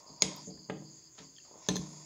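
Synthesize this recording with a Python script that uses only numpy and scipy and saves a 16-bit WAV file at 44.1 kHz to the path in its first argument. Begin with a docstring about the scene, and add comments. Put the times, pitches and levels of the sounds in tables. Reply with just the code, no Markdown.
"""Spoon stirring noodles in a glass bowl

A metal spoon stirs noodles in a glass bowl on a table, close to a small microphone in a hard room.
Short pushes set ringing tones going: the spoon clinks on the glass and the bowl knocks the table top.
Random grains make the scrape, noise bursts the cracks, and soft-started tones the noodle clicks and,
ahead of them, a soft, longer ring of the bowl. Shaped noise makes the two insect choruses and
the faint high hiss from outside, and the air of the room.
"""
import sys
import numpy as np
from scipy import signal
from scipy.fft import rfft, irfft
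from scipy.io import wavfile
from scipy.ndimage import uniform_filter1d

SR = 44100
rng = np.random.default_rng(int(sys.argv[2]) if len(sys.argv) > 2 else 0)


def generate_wav(sig):
    """Save sig (samples, or channels by samples) to the path in sys.argv[1] as 16-bit PCM at SR."""
    pcm = np.round(np.clip(np.atleast_2d(sig).T, -1, 1) * 32767).astype(np.int16)
    wavfile.write(sys.argv[1], SR, pcm)


def voltage_ratio(decibels):
    """Convert decibels (scalar or array-like) to amplitude ratios, 20 dB per decade."""
    exponent = np.asarray(decibels, float) / 20
    return 10 ** exponent


N = 90405  # length in samples, about 2 seconds

# Tone colour of the room air. Each row: frequency in Hz, level in dB.
AIR_COLOUR = [(15, -12), (30, -16.5), (60, -3.5), (120, 1.5), (230, -1.5), (330, 1.5), (500, -6),
              (800, -14), (1500, -14.5), (2700, -17.5), (3500, -14), (4000, -35), (6000, -47), (7500, -27)]
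# Tone colour of the thin high hiss. Each row: frequency in Hz, level in dB.
HISS_COLOUR = [(7000, -3), (8200, -11), (10000, -14), (11500, -11), (13800, -11), (14500, -4), (15600, 4),
               (15850, -12)]
AIR_LEVEL_DB, HISS_LEVEL_DB = -70, -83

# Swells of the insects. Each row: time in seconds, lower chorus level in dB, upper chorus level in dB.
CHORUS_SWELLS = [(0, -63.5, -61), (.055, -75, -60), (.075, -56, -60.5), (.2, -60.5, -59),
                 (.4, -57.5, -58.5), (.49, -68, -49), (.51, -57.5, -60), (.6, -55.5, -61.5),
                 (.75, -67.5, -62.5), (.87, -60.5, -60), (.97, -63.5, -57.5), (1.09, -63, -63),
                 (1.14, -75, -58.5), (1.25, -59.5, -59.5), (1.36, -69.5, -58.5), (1.46, -59.5, -60.5),
                 (1.6, -76, -58.5), (1.85, -63, -54), (2.05, -61.5, -57)]
# Tone colour of the lower chorus. Each row: frequency in Hz, level in dB.
LOWER_CHORUS_COLOUR = [(2290, -72), (3900, -33), (3970, -75), (4040, -5.5), (4860, 12.5), (5200, -0.5),
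                       (5350, -5), (5600, -17.5), (7280, -33), (12300, -120)]
# Tone colour of the upper chorus. Each row: frequency in Hz, level in dB.
UPPER_CHORUS_COLOUR = [(3470, -56), (5900, -26), (5970, -16), (6090, -14.5), (6470, 1.5), (7380, -5),
                       (7680, -22.5), (7840, -21), (8100, -54.5), (10500, -65), (17800, -120)]

# Echo tail of the room, band by band. Each row: middle frequency in Hz, level in dB,
# time to fall by 60 dB in seconds.
ROOM_BANDS = [(139, -9, 0.38), (300, 1.5, 0.5), (600, -1, 0.31), (1110, -6.5, 0.36), (2400, -6.5, 0.38),
              (4800, -4, 0.43), (8300, -5.5, 0.32), (14000, -8, 0.1)]
ROOM_ONSET_S = 0.0032

# Spoon dragging on glass. Each row: time in seconds, low rub level in dB, bright rub level in dB,
# hiss level in dB.
SCRAPE_LEVELS = [(0, -63.5, -67, -85.5), (.1, -58, -71, -87), (.16, -64.5, -72, -86), (.3, -53.5, -55, -90),
                 (.4, -54.5, -58, -77), (.46, -73.5, -65.5, -82.5), (.65, -74, -91.5, -92),
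                 (.83, -69.5, -75.5, -87), (1.0, -77, -70, -87), (1.12, -82, -76, -90),
                 (1.23, -62, -62, -90), (1.3, -78, -78, -88), (1.44, -86, -71, -87),
                 (1.455, -69.5, -68, -88), (1.55, -61, -73, -90), (1.65, -63, -57.5, -87),
                 (1.75, -55, -54.5, -84), (1.9, -61, -62.5, -75), (2.05, -65, -62.5, -79)]
# Resonances of the low rub. Each row: frequency in Hz, nominal width in Hz, level in dB.
LOW_RUB_PEAKS = [(306, 33, -16), (617, 125, 1.5), (842, 82, -3.5), (930, 57, 1), (1065, 60, 0),
                 (1249, 91, -9.5)]
# Resonances of the bright rub. Each row: frequency in Hz, nominal width in Hz, level in dB.
BRIGHT_RUB_PEAKS = [(1566, 160, -7), (1773, 120, 0), (2590, 2700, -1), (3360, 160, 4), (5320, 1530, 13.5)]
# Tone colour of the rubbing hiss. Each row: frequency in Hz, level in dB.
RUB_HISS_COLOUR = [(7500, -10), (8200, 1.5), (9500, 1), (11000, -7.5), (13000, -18)]
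RUB_GRAINS_PER_S, RUB_SPREAD_DB = 4000, 1.5

# Clicks of noodles, and first a soft, longer ring of the bowl. Each row: start in seconds, level in dB,
# frequency in Hz, time to fall by 60 dB in seconds (the code uses at least 0.003).
CLICKS_AND_BOWL_RING = [(0.205, -40, 6700, 0.3), (.3625, -32, 13500, 0.0046), (.364, -36, 15100, 0.0055),
                        (0.419, -28.5, 5660, 0.0027), (.70, -52, 8450, 0.012), (0.771, -45, 3400, 0.0077),
                        (1.354, -48, 5200, 0.015), (1.364, -45.5, 3325, 0.015), (1.371, -51, 3170, .015),
                        (1.363, -49, 5000, 0.019), (1.3825, -43, 3180, 0.021), (1.385, -45.5, 4420, 0.019),
                        (1.384, -52.5, 1804, 0.031), (1.4, -54.5, 2740, 0.033), (1.965, -56, 9600, 0.0052)]
CLICK_RISE_MS = 0.79

# Noisy cracks and brushes of contact. Each row: start in seconds, direct level in dB,
# level sent into the room in dB, rise in ms, fall in ms, bottom frequency in Hz, top frequency in Hz.
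CONTACT_CRACKS = [(.221, -22, -14.5, 0.36, 2.04, 910, 6930), (0.2227, -38, -43, 0.18, 2, 8300, 15800),
                  (.363, -58, -62, 0.76, 3.1, 11000, 15500), (0.383, -58, -62, 1.5, 3, 3000, 14000),
                  (0.47, -51.5, -43.5, 2.9, 19, 248, 710), (.6985, -32, -31.5, 0.52, 5.1, 335, 2680),
                  (1.178, -48, -53, 5.5, 26, 300, 5200), (1.448, -62, -58, .6, 11, 300, 1347),
                  (1.687, -33.5, -23, 0.22, 2.2, 600, 7100), (1.687, -44.5, -43.5, 0.16, 2.8, 8000, 16300),
                  (1.7572, -45, -51, 0.76, 2.2, 1000, 15600), (1.7635, -44.5, -36, 0.74, 2.3, 1000, 15500)]

# The bowl knocks the table top. Each row: start in seconds, thud push in dB, rap push in dB,
# lasting boom push in dB, contact time in ms.
TABLE_KNOCKS = [(.062, -86, -52, -94, 0.66), (.095, -56, -57, -54.5, 0.48), (0.2224, -36, -29, -83, 0.2),
                (.236, -34.5, -59, -35, 1.4), (0.473, -36.5, -43, -47, 1.1), (.53, -50, -68, -46.5, 1.1),
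                (0.573, -51.5, -55, -51.5, 0.65), (0.689, -48, -54, -73, 0.29),
                (0.698, -33.5, -30, -42.5, 0.26), (0.749, -67, -58, -51, 1.53),
                (.8215, -74, -46.5, -67, 0.45), (1.184, -56, -60, -56.5, 0.47), (1.201, -50, -51, -56, 0.8),
                (1.449, -78, -67, -89, 0.12), (1.512, -74, -48, -74, 0.48), (1.527, -77, -59, -73, 0.52),
                (1.556, -69, -46.5, -63.5, 0.42), (1.6868, -26.5, -28, -34, 0.24),
                (1.696, -31.5, -50, -78, 0.59), (1.702, -35, -49, -37, 1.23),
                (1.756, -36.5, -36.5, -73, 0.51), (1.781, -27, -50, -32, 2.18),
                (1.872, -71, -55, -51, 0.52)]
# Short low tones of the knock. Each row: frequency in Hz, level in dB before the step-down in knocks(),
# time to fall by 60 dB in seconds.
THUD_MODES = [(185.5, 0, 0.19), (234.4, -6, 0.094), (312, -5, 0.11), (392, -8.5, 0.048), (443, -0.5, 0.12)]
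# Short high tones of the knock. Each row: frequency in Hz, level in dB before the step-down in knocks(),
# time to fall by 60 dB in seconds.
RAP_MODES = [(540.3, -4, 0.034), (601, -4, 0.044), (749, -10, 0.042), (872, 0.5, 0.021), (969, -4, 0.034),
             (1223, -0.5, 0.022), (1590, -14.5, 0.022), (1995, -6, 0.058), (2090, -1, 0.028),
             (2670, -12, .025), (2890, 8.5, 0.033)]
# Long tones of the table top. Each row: frequency in Hz, level in dB, time to fall by 60 dB in seconds.
TABLE_MODES = [(69.5, -12.5, 0.24), (128.5, -21.5, 1.8), (151.7, -6, 0.83), (201.5, -8, 0.66),
               (269.7, -8, 0.81), (322, -13, 1.3), (420, -15, 0.42), (470, -21, 0.42)]
KNOCK_LOW_HZ = 161

# Spoon blows on the glass. Each row: start in seconds, spoon push in dB, handle push in dB,
# lower bowl push in dB, upper bowl push in dB, contact time in ms.
SPOON_BLOWS = [(0.221, -8, -64, -58, -45, 0.09), (.382, -53, -70, -54, -62, 0.082),
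               (.574, -59, -70, -51.5, -55, 0.24), (1.188, -38.5, -66, -51, -62, .1),
               (1.6867, -30, -31.5, -24, -26, 0.055), (1.7023, -41, -62, -38, -34.5, 0.1),
               (1.75, -60, -44, -54, -63, 0.033), (1.7569, -50, -33, -40, -34.5, 0.047),
               (1.7659, -36, -50, -33, -35, 0.065)]
# Tones of the spoon. Each row: frequency in Hz, level in dB, time to fall by 60 dB in seconds.
SPOON_MODES = [(2226, -17.5, 0.022), (2575, -24.5, .02), (3220, -22, 0.015), (4210, -5.5, 0.019),
               (4965, -3, 0.021), (5720, -13, 0.023), (5950, -14, 0.016), (6665, 6.5, 0.023),
               (7200, -8, 0.027), (7700, -36, 0.035), (9900, -36, .05), (11600, -36, .025)]
# Tone of the handle. Each row: frequency in Hz, level in dB, time to fall by 60 dB in seconds.
HANDLE_MODES = [(4145, 0, .07)]
# Lower tones of the glass bowl. Each row: frequency in Hz, level in dB, time to fall by 60 dB in seconds.
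LOWER_BOWL_MODES = [(1034, -12.5, 0.089), (1691, -2, 0.011), (1783, -4.5, 0.032), (2040, -12, 0.021),
                    (2580, -15, 0.033), (3310, -6, 0.025), (3476, -2, 0.036), (3730, -1.5, 0.024)]
# Upper tones of the glass bowl. Each row: frequency in Hz, level in dB, time to fall by 60 dB in seconds.
UPPER_BOWL_MODES = [(4930, -7, 0.018), (6050, -7, 0.07), (6060, -4.5, 0.096), (6280, 6.5, 0.037),
                    (6900, -10.5, 0.06), (6460, -9, 0.017), (7800, -21, 0.014), (8500, -30, 0.038),
                    (12400, -22, .04)]

KNOCK_ROOM_DB, RING_ROOM_DB = 0.5, -7  # how strongly knocks and ringing enter the room
MIC_LOW_HZ = 51.4


def level(x, db=0):
    """Set the average (rms) strength of a sound."""
    return x * voltage_ratio(db) / np.sqrt(np.mean(x ** 2))


def curve(table, col):
    """Turn one dB column of a table into a gain that moves smoothly over time."""
    table = np.array(table)
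    return voltage_ratio(np.interp(np.arange(N) / SR, table[:, 0], table[:, col]))


def coloured(points, x=None):
    """Filter noise (or x) by a curve of (Hz, dB) points, silent outside them; rms 1."""
    points = np.array(points)
    hz = np.arange(1, N // 2 + 2) * SR / N
    if x is None:
        x = rng.standard_normal(N)
    db = np.interp(np.log(hz), np.log(points[:, 0]), points[:, 1], -200, -200)
    return level(irfft(rfft(x) * voltage_ratio(db), N))


def walk(rate):
    """Wander randomly: values held for 1 / rate seconds, then smoothed twice; spread near 1."""
    hold = int(SR / rate)
    steps = np.repeat(rng.standard_normal(N // hold + 1), hold)
    smooth = uniform_filter1d(uniform_filter1d(steps, hold), hold)
    return 1.3 * smooth[:N]


def pushes(times, dbs, contact_ms):
    """Make bell-shaped contact forces; a longer contact is duller."""
    force = np.zeros(N + 400)
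    k = np.arange(400)
    for start_s, db, ms in zip(times, dbs, contact_ms):
        first = int(start_s * SR)
        contact = ms * SR / 1000  # in samples
        # the push peaks two contact times after its start
        from_peak = k - start_s * SR + first - 2 * contact
        push = np.exp(-.5 * (from_peak / (.4 * contact)) ** 2)
        force[first:first + 400] += voltage_ratio(db) * push / push.sum()
    return force[:N]


def ring(force, modes, sense=-1):
    """Let a force drive fading tones; each next tone is multiplied by one more factor of sense."""
    out = np.zeros(N)
    for k, (hz, db, t60) in enumerate(modes):
        fade = np.log(1000) / max(t60, .003)  # never shorter than 3 ms
        pole = np.exp((2j * np.pi * hz - fade) / SR)
        tone = signal.lfilter([1], [1, -pole], force).imag
        out += sense ** k * voltage_ratio(db) * tone
    return out


def room_air():
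    """The quiet air of the room is steady noise, strongest in the bass."""
    return voltage_ratio(AIR_LEVEL_DB) * coloured(AIR_COLOUR)


def thin_hiss():
    """The faint high hiss is steady noise limited to the treble."""
    return voltage_ratio(HISS_LEVEL_DB) * coloured(HISS_COLOUR)


def insects():
    """Two bands of noise swell by the table and flicker at random, like hissing choruses."""
    lower_flicker, upper_flicker = voltage_ratio(1.6 * walk(90)), voltage_ratio(1.03 * walk(44.26))
    lower = curve(CHORUS_SWELLS, 1) * lower_flicker * coloured(LOWER_CHORUS_COLOUR)
    upper = curve(CHORUS_SWELLS, 2) * upper_flicker * coloured(UPPER_CHORUS_COLOUR)
    return lower + upper


def room(x):
    """Scattered echoes form a tail: bands of noise, each fading at its own speed."""
    t = np.arange(N) / SR
    tail = np.zeros(N)
    for hz, db, t60 in ROOM_BANDS:
        band = coloured([(hz / 2, -30), (hz / 1.5, 0), (hz * 1.3, 0), (hz * 2, -30)])
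        band = band * 10 ** (-3 * t / t60)
        tail += voltage_ratio(db) * band * np.sqrt(hz / SR / np.sum(band ** 2))
    tail = tail * (1 - np.exp(-t / ROOM_ONSET_S))
    return signal.fftconvolve(x, tail)[:N]


def rubbed_body(grains, peaks):
    """Grains excite resonances; a wider one fades faster, down to a shortest fade of 3 ms."""
    modes = [(hz, db + 10 * np.log10(width), 2.2 / width) for hz, width, db in peaks]
    return level(ring(grains, modes))


def scrape():
    """Dense slip grains of the dragged spoon sound through the rubbed glass and the table under it."""
    chosen = rng.random(N) < RUB_GRAINS_PER_S / SR
    strength = voltage_ratio(RUB_SPREAD_DB * rng.exponential(size=N))
    grains = chosen * strength * rng.standard_normal(N)
    low = rubbed_body(grains, LOW_RUB_PEAKS)
    bright = rubbed_body(grains, BRIGHT_RUB_PEAKS)
    bright = coloured([(500, -30), (1300, 0), (6500, 0), (8500, -30)], bright)
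    hiss = coloured(RUB_HISS_COLOUR, grains)
    return curve(SCRAPE_LEVELS, 1) * low + curve(SCRAPE_LEVELS, 2) * bright + curve(SCRAPE_LEVELS, 3) * hiss


def clicks_and_bowl_ring():
    """Each noodle click, and the longer bowl ring ahead of them, is one fading tone with a soft start."""
    out = np.zeros(N)
    for start_s, db, hz, t60 in CLICKS_AND_BOWL_RING:
        t = np.maximum(np.arange(N) / SR - start_s, 0)
        rise = 1 - np.exp(-(1000 * t / CLICK_RISE_MS) ** 2)
        fade = 10 ** (-3 * t / max(t60, .003))
        out += voltage_ratio(db) * rise * fade * np.sin(2 * np.pi * hz * t)
    return out


def cracks():
    """Contact noise comes in band-limited bursts that rise and fall: direct, and as sent into the room."""
    out = np.zeros((2, N))
    noise = rng.standard_normal(N)
    for start_s, db, room_db, rise_ms, fall_ms, low_hz, top_hz in CONTACT_CRACKS:
        ms = np.maximum(np.arange(N) / SR - start_s, 0) * 1000
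        band_filter = signal.butter(4, [low_hz, top_hz], "band", fs=SR, output="sos")
        band = level(signal.sosfilt(band_filter, noise))
        burst = band * (1 - np.exp(-ms / rise_ms)) * np.exp(-ms / fall_ms)
        out += voltage_ratio(np.array([[db], [room_db]])) * burst
    return out


def knocks():
    """The bowl's push on the wood gives a short knock, without deep bass, and a long table boom."""
    times, thud_db, rap_db, boom_db, contact_ms = np.array(TABLE_KNOCKS).T
    # a sense below 1 weakens each next tone a little more
    thud = ring(pushes(times, thud_db, contact_ms), THUD_MODES, sense=0.89)
    rap = ring(pushes(times, rap_db, contact_ms), RAP_MODES, sense=0.91)
    bass_cut = signal.butter(2, KNOCK_LOW_HZ, "high", fs=SR)
    knock = signal.lfilter(*bass_cut, thud + rap)
    boom = ring(pushes(times, boom_db, contact_ms), TABLE_MODES)
    return knock, boom


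def clinks():
    """Each blow rings the spoon, its handle and the lower and upper tones of the bowl, each by its own push."""
    times, *push_dbs, contact_ms = np.array(SPOON_BLOWS).T
    tones = (SPOON_MODES, HANDLE_MODES, LOWER_BOWL_MODES, UPPER_BOWL_MODES)
    return sum(ring(pushes(times, db, contact_ms), modes) for db, modes in zip(push_dbs, tones))


def scene():
    """Mix the near sounds, some echoed by the room and all thinned in deep bass, with the background."""
    background = room_air() + thin_hiss() + insects()
    rings = clinks() + clicks_and_bowl_ring()
    knock, boom = knocks()
    crack, crack_sent = cracks()
    echoes = room(voltage_ratio(KNOCK_ROOM_DB) * knock + voltage_ratio(RING_ROOM_DB) * rings + crack_sent)
    wavering_boom = voltage_ratio(3.24 * walk(14)) * boom
    near = rings + knock + crack + echoes + wavering_boom + scrape()
    mic_bass_cut = signal.butter(2, MIC_LOW_HZ, "high", fs=SR)
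    return (signal.lfilter(*mic_bass_cut, near) + background)[None]  # one channel


def top_cut(x):
    """Nothing passes above the cut-off."""
    return signal.sosfilt(signal.butter(12, 16970, fs=SR, output="sos"), x)


def record(dry):
    """Turn the finished mix into the sound to be saved."""
    return top_cut(dry)


dry = scene()
out = record(dry)
generate_wav(out)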